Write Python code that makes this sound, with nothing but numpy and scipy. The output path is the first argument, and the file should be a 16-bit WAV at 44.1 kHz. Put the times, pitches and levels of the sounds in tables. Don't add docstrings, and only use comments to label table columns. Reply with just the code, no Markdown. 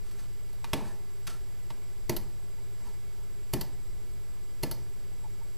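import sys
import numpy as np
from scipy import signal
from scipy.fft import rfft, irfft, next_fast_len
from scipy.io import wavfile
from scipy.ndimage import uniform_filter1d, map_coordinates

SR = 44100
rng = np.random.default_rng(int(sys.argv[2]) if len(sys.argv) > 2 else 0)


def store_wav(level_fs):
    pcm = np.round(np.clip(np.atleast_2d(level_fs), -1, 1) * 32767)
    wavfile.write(sys.argv[1], SR, pcm.T.astype(np.int16))


def elevation(decibels):
    levels = np.asarray(decibels, float)
    return 10 ** (levels / 20)


N = 245769


def unit(x):
    return x / np.sqrt(np.mean(x ** 2) + 1e-20)


def along(points, hz):
    f, v = np.transpose(points)
    return np.interp(np.log(hz + 1), np.log(f + 1), v)


def curve(rows, column=1):
    rows = np.array(rows)
    return np.interp(np.arange(N) / SR, rows[:, 0], rows[:, column])


def wobble(rate_hz):
    knots = rng.standard_normal(int(N * rate_hz / SR) + 4)
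    return map_coordinates(knots, [np.arange(N) * rate_hz / SR])


def filtered(x, response):
    m = next_fast_len(x.shape[-1] + 8192)
    spectrum = rfft(x, m) * response(np.fft.rfftfreq(m, 1 / SR))
    return irfft(spectrum, m)[..., :x.shape[-1]]


def noise(count, colour):
    return unit(filtered(rng.standard_normal(count), colour))


def humps(table, hz):
    return elevation(sum(db / (1 + (2 * (hz - centre) / width) ** 2) for centre, width, db in table))


# (delay [s], level [dB])
WALL_ECHOES = [(.0045, -9), (.0098, -17.5), (0.0197, -43)]
# (frequency [Hz], t60 [s])
ROOM_DECAY = [(100, 0.79), (300, 0.4), (900, 0.63), (2500, 0.41), (6000, 0.37), (14000, 0.24)]


def room(x, feed, wet_db):
    hz, t, z = signal.stft(rng.standard_normal(SR // 2), SR, nperseg=256)
    decay = elevation(-60 * t / along(ROOM_DECAY, hz)[:, None])
    tail = signal.istft(z * decay, SR, nperseg=256)[1]
    fade_in = np.clip(np.arange(len(tail)) / (0.0082 * SR), 0, 1)
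    tail = elevation(wet_db) * tail / np.linalg.norm(tail) * fade_in
    early = np.zeros(len(tail))
    early[0] = 1
    for delay_s, db in WALL_ECHOES:
        early[round(delay_s * SR)] = elevation(db)
    return signal.fftconvolve(x, early) + signal.fftconvolve(feed, tail)


# (frequency [Hz], relative density [dB per Hz])
FAN_SPECTRUM = [(32, -36), (55, 5.5), (122, -8), (148, -8), (242, -13.5), (329, -12.5), (398, -10),
                (458, -16.5), (845, -19), (2070, -23.5), (2870, -25), (4830, -25.5), (6710, -31),
                (7730, -27), (15300, -35.5)]
# (frequency [Hz], width [Hz], gain [dB])
CASE_RESONANCES = [(396, 51, 8), (2032, 56, 6.5), (2260, 44, 8), (4830, 240, 6), (5580, 56, 8.5),
                   (7510, 490, 9.5), (8720, 200, 7.5), (10380, 170, 5), (12380, 1300, 7.5), (14950, 92, 19)]
# (frequency [Hz], rms level before waver [dB])
HUM_TONES = [(120, -58), (240, -75.5), (360, -75), (480, -80), (600, -81.5)]
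# (frequency [Hz], rms level before waver [dB])
WHINE_TONES = [(5001, -85), (7493, -76), (7865, -89), (14987, -83)]


def computer(fans_db=-55, fans_top_hz=15250, waver_db=2.0):
    t = np.arange(N) / SR

    def fan_colour(hz):
        return elevation(along(FAN_SPECTRUM, hz)) * humps(CASE_RESONANCES, hz) * (hz < fans_top_hz)

    def tone(hz, db):
        level = elevation(db + waver_db * wobble(13))
        return level * np.sqrt(2) * np.sin(2 * np.pi * (hz * t + rng.random()))

    fans = elevation(fans_db + 0.13 * wobble(3.53)) * noise(N, fan_colour)
    hum = sum(tone(hz, db) for hz, db in HUM_TONES)
    whine = sum(tone(hz, db) for hz, db in WHINE_TONES)
    return fans + hum + whine


# (time [s], deep level [dB], upper level [dB])
AIR_LEVELS = [(0.0, -46.5, -52.5), (1.26, -52.5, -60), (1.41, -47, -47.5), (1.86, -46.5, -68),
              (2.2, -43, -43), (2.36, -52, -50.5), (2.67, -44.5, -62), (3.1, -54.5, -51.5),
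              (4.02, -41, -51), (4.08, -55.5, -49.5), (4.47, -44.5, -55), (4.67, -53, -50.5),
              (5.51, -43.5, -56), (5.57, -50, -59)]


def air(side_db=-22):
    def band(low_hz, high_hz):
        return noise((2, N), lambda hz: 1 / (1 + (low_hz / (hz + 0.11)) ** 8) / (1 + (hz / high_hz) ** 8))

    deep = elevation(curve(AIR_LEVELS, column=1) + 1.7 * wobble(5.5)) * band(10, 21)
    upper = elevation(curve(AIR_LEVELS, column=2) + 1.3 * wobble(5.43)) * band(28, 44)
    mid, side = deep + upper
    return mid + elevation(side_db) * side * [[1], [-1]]


# (start [s], loudest [s], stop [s], scrape level [dB], desk rumble level [dB])
STROKES = [(.03, .08, 0.16, -61.5, -80), (0.154, .225, .26, -57.5, -65), (.655, .69, 0.74, -62.5, -59),
           (0.75, 0.773, 0.877, -60.5, -43), (0.806, 0.88, .97, -57.5, -55.5),
           (1.268, 1.276, 1.283, -43.5, -64), (1.274, 1.292, 1.376, -51, -57),
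           (2.8, 2.87, 2.96, -62.5, -59.5)]
# (frequency [Hz], relative density [dB per Hz])
RUB_SPECTRUM = [(290, -42), (500, -16), (740, -5.5), (795, -10), (1320, -7.5), (2260, -11), (2460, -9.5),
                (9920, -12), (14900, -22), (16000, -52)]
# (frequency [Hz], width [Hz], gain [dB])
RUB_RESONANCES = [(1350, 270, 3), (1750, 160, 2.5), (4500, 340, 3.5), (6000, 350, 1)]
# (frequency [Hz], relative density [dB per Hz])
DESK_BODY = [(47, -35), (80, 3), (118, 4), (272, 0), (584, -7.5), (746, -11.5), (1020, -7.5), (1150, -22.5),
             (1490, -20), (1690, -16), (1960, -19), (2100, -25), (2500, -18), (3250, -48), (5500, -120)]
# (frequency [Hz], width [Hz], gain [dB])
RUMBLE_RESONANCES = [(600, 130, 2), (900, 350, 7)]


def drag(start_db=-6.5, stop_db=-10, fade_s=.02):
    def swell(start, loudest, stop):
        return elevation(curve([(start - .002, -80), (start, start_db), (loudest, 0),
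                          (stop, stop_db), (stop + fade_s, -80)]))

    swells = [swell(*row[:3]) for row in STROKES]
    scrape_gain = sum(elevation(row[3]) * g for row, g in zip(STROKES, swells))
    rumble_gain = sum(elevation(row[4]) * g for row, g in zip(STROKES, swells))
    scrape = scrape_gain * noise(N, lambda hz: elevation(along(RUB_SPECTRUM, hz)) * humps(RUB_RESONANCES, hz))
    rumble = rumble_gain * noise(N, lambda hz: elevation(along(DESK_BODY, hz)) * humps(RUMBLE_RESONANCES, hz))
    grains = unit(elevation(1.6 * wobble(500) + 3.1 * wobble(61.27)))
    rub = grains * scrape + rumble
    return room(rub, rub, wet_db=-9)[:N]


def pips(pip_hz=7775, base_db=-63, length_s=0.018, stray_db=-5, start_s=.0315, step_s=1.001 / 30):
    tick = np.arange(int(N / SR / step_s))
    draw = rng.random((len(tick), 3))
    steady = (tick % 3 == 0) & (tick % 15 != 0)
    stray = (tick % 3 != 0) & (draw[:, 0] < .3)
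    gain = elevation(base_db + 2.6 * (draw[:, 1] + 1.0)) * (steady + stray * elevation(stray_db))
    centre = start_s + tick * step_s + 0.0058 * draw[:, 2]
    t = np.arange(N) / SR
    near = np.clip(np.round((t - start_s) / step_s).astype(int), 0, len(tick) - 1)
    shape = np.cos(np.pi * np.clip((t - centre[near]) / length_s, -.5, .5))
    return gain[near] * shape * np.sin(2 * np.pi * pip_hz * t)


def ring(modes, t, attack_s):
    tones = 0
    for hz, db, t60 in modes:
        tones = tones + elevation(db + rng.normal(0, 0.97) - 60 * t / t60) * np.sin(2 * np.pi * hz * t)
    return -tones * (1 - np.exp(-t / attack_s))


# (frequency [Hz], relative level [dB], t60 [s])
HOLLOW_MODES = [(617.6, -1.5, 0.043), (784, -4.5, 0.053), (900, -1, 0.036), (945, -19, 0.067),
                (1350, -31, 0.082)]
# (frequency [Hz], relative level [dB], t60 [s])
SPRING_MODES = [(4440, -4, 0.1), (5010, -2, 0.14), (5890, -7, 0.16), (12400, -5, .15), (13500, -9, .12)]


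def contact(spectrum, shell, desk, hold_s, spring_db, tick_db, thump_db, knock_db, t60, dull_db):
    t = np.arange(SR // 4) / SR

    def colour(hz):
        tilt_db = dull_db * np.log2((hz + 1) / 3000)
        return elevation(along(spectrum, hz) - tilt_db) * humps(shell, hz)

    def high(hz):
        return 1 / (1 + (5500 / (hz + 1)) ** 4)

    chatter = elevation(2.2 * map_coordinates(rng.standard_normal(300), [t * 900], mode="wrap"))
    grit = chatter * rng.standard_normal(len(t)) * (1 - np.exp(-t / .0007))
    low_fade = elevation(-60 * np.maximum(t - hold_s, 0) / t60)
    high_fade = elevation(3.5 - 60 * np.maximum(t - 0.44 * hold_s, 0) / (0.94 * t60))
    tick = filtered(grit * low_fade, lambda hz: colour(hz) * (1 - high(hz)))
    tick = tick + filtered(grit * high_fade, lambda hz: colour(hz) * high(hz))
    size = elevation(tick_db) * np.sqrt(t60 * SR / (2 * np.log(1000)))
    spread = filtered((np.arange(len(t)) == 200) * 1., colour)

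    thump = elevation(thump_db) * ring(desk, t, attack_s=0.0019)
    knock = elevation(knock_db) * ring(HOLLOW_MODES, t, attack_s=0.0013)
    body_gain = elevation(thump_db - 10.5 - 60 * t / .3) * (1 - np.exp(-t / 0.0085))
    body = body_gain * noise(len(t), lambda hz: elevation(along(DESK_BODY, hz)))
    spring_gain = elevation(tick_db + spring_db + 5.4 * wobble(310)[:len(t)])
    spring = spring_gain * ring(SPRING_MODES, t, attack_s=0.0019)
    rings = thump + knock + body + spring
    direct = size * tick / np.linalg.norm(tick) + rings
    feed = size * spread / np.linalg.norm(spread) + rings
    return room(direct, feed, wet_db=-10.5)


# (time [s], tick [dB], desk thump [dB], chatter t60 [s], dullness [dB per octave])
BASE_BUMPS = [(.112, -49.5, -73, .024, -3), (.529, -50.5, -56, .017, -6), (0.6429, -34, -50, 0.031, 2.5),
              (.732, -23, -24, 0.033, -0.36), (1.269, -43, -55, .02, -6.5), (1.703, -39.5, -45.5, 0.038, 3)]
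# (time [s], strength [dB], finger lands earlier by [s])
BUTTON_PRESSES = [(2.0945, -22, 0.0019), (3.535, -22.5, 0.0053), (4.6327, -24, .0058)]
# (time [s], strength [dB])
BUTTON_RELEASES = [(2.164, -28), (3.6105, -29), (4.712, -29.5)]
# (snap [dB], desk thump [dB], hollow knock [dB], chatter t60 [s], dullness [dB per octave])
FINGER_LANDING = (-16, -25, -29, .02, 2)
DOWN_SNAP = (0.4, -1.3, -4.5, 0.0144, 1.9)
UP_SNAP = (0, -10.5, -9.5, 0.0243, 0)
# (frequency [Hz], relative density [dB per Hz])
DOWN_SPECTRUM = [(710, -24), (1200, -2.5), (1480, -17), (3280, -1), (3900, -4), (4300, 0), (8110, -3.5),
                 (13700, 2.5), (15600, -11), (16300, -44)]
UP_SPECTRUM = [(710, -45), (1200, -6.5), (2050, -17.5), (2470, -25), (2870, -4), (3350, -10), (4350, -1.5),
               (5300, -6), (8020, -10.5), (11300, -5.5), (12300, 0), (14900, -10.5), (16300, -43)]
BUMP_SPECTRUM = [(590, -22), (1000, -4), (1440, -14), (2700, -7.5), (3110, -12), (4510, -13), (6790, -20.5),
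                 (12300, -20.5), (14900, -27), (16300, -50)]
# (frequency [Hz], width [Hz], gain [dB])
SHELL_RESONANCES = [(1940, 260, 10), (2170, 470, 7.5), (2790, 83, 1.5), (4440, 430, 6), (4630, 180, 1),
                    (6450, 200, 2), (7330, 360, 2.5), (10500, 790, 4.5), (13500, 1100, 4.5),
                    (14700, 660, 4)]
# (frequency [Hz], relative level [dB], t60 [s])
DESK_MODES = [(117.4, -2, 0.053), (134.7, -3.5, 0.11), (213.3, -11.5, 0.11), (284.6, -10.5, 0.21),
              (350.6, 1.5, 0.099), (504.5, -23, 0.13)]


def mouse(bump_knock_db=0.5):
    def struck(s, db, rule):
        snap, thump, knock, t60, dull = rule
        return s, db + snap, db + thump, db + knock, t60, dull

    heavy = [(hz, db - 3 * np.log2(hz / 200), t60) for hz, db, t60 in DESK_MODES]
    down = [struck(s - early, db, FINGER_LANDING) for s, db, early in BUTTON_PRESSES]
    down += [struck(s, db, DOWN_SNAP) for s, db, _ in BUTTON_PRESSES]
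    up = [struck(s, db, UP_SNAP) for s, db in BUTTON_RELEASES]
    bumps = [(s, tick, thump, thump + bump_knock_db, t60, dull) for s, tick, thump, t60, dull in BASE_BUMPS]
    # (blows, spectrum, shell, desk, hold [s], spring against tick [dB])
    kinds = [(down, DOWN_SPECTRUM, SHELL_RESONANCES, DESK_MODES, .005, -28),
             (up, UP_SPECTRUM, SHELL_RESONANCES, DESK_MODES, .004, -19),
             (bumps, BUMP_SPECTRUM, [], heavy, .002, -60)]
    out = np.zeros(N + SR)
    for blows, *kind in kinds:
        for s, *blow in blows:
            heard = contact(*kind, *blow)
            start = round(s * SR)
            out[start:start + len(heard)] += heard
    return out[:N]


# (centre time [s], gain [dB], frequency [Hz], length [s])
TAPS_AND_CREAKS = [(0.492, -60, 900, 0.021), (0.912, -54, 1750, 0.071), (1.291, -50.5, 1354, 0.057),
                   (1.332, -54, 1350, 0.11), (2.585, -55.5, 900, 0.027), (2.822, -59, 950, 0.034),
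                   (2.875, -51, 925, 0.062), (3.18, -61, 915, 0.056), (3.22, -60, 930, 0.05),
                   (5.255, -50, 873, 0.042), (5.419, -53, 900, 0.028)]


def taps_and_creaks():
    t = np.arange(N) / SR
    out = np.zeros(N)
    for s, db, hz, length_s in TAPS_AND_CREAKS:
        swell = np.cos(np.pi * np.clip((t - s) / length_s, -.5, .5))
        rough = noise(N, lambda f: 1 / (1 + ((f - hz) / 70) ** 2))
        out += elevation(db) * swell * (0.24 * np.sin(2 * np.pi * hz * t) + .5 * rough)
    return out


def scene():
    return computer() + air() + drag() + pips() + mouse() + taps_and_creaks()


def band_limit(x):
    return signal.sosfilt(signal.butter(12, 16460, fs=SR, output="sos"), x)


# (frequency [Hz], relative density [dB per Hz])
DIFFERENCE_SPECTRUM = [(35, -34), (60, 1.5), (71, -10), (102, 2.5), (120, -22), (152, -26), (383, -35),
                       (2040, -31), (11900, -28), (15300, -34.5)]


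def record(dry, base_db=-67.5, offset=.0221):
    treble = filtered(dry.mean(axis=0), lambda hz: hz > 1000)
    loud = np.abs(uniform_filter1d(treble ** 2, size=1024)) / elevation(-55) ** 2
    faint = elevation(base_db) * noise(N, lambda hz: elevation(along(DIFFERENCE_SPECTRUM, hz)))
    low = filtered(faint, lambda hz: 1 / (1 + (hz / 600) ** 4))
    bass = filtered(low, lambda hz: 1 / (1 + (hz / 140) ** 4))
    low_middle = (low - bass) * (1 + loud) ** 0.64
    upper = (faint - low) / (1 + loud ** 3)
    difference = bass + low_middle + upper + offset
    return band_limit(dry + difference * [[1], [-1]])


dry = scene()
out = record(dry)
store_wav(out)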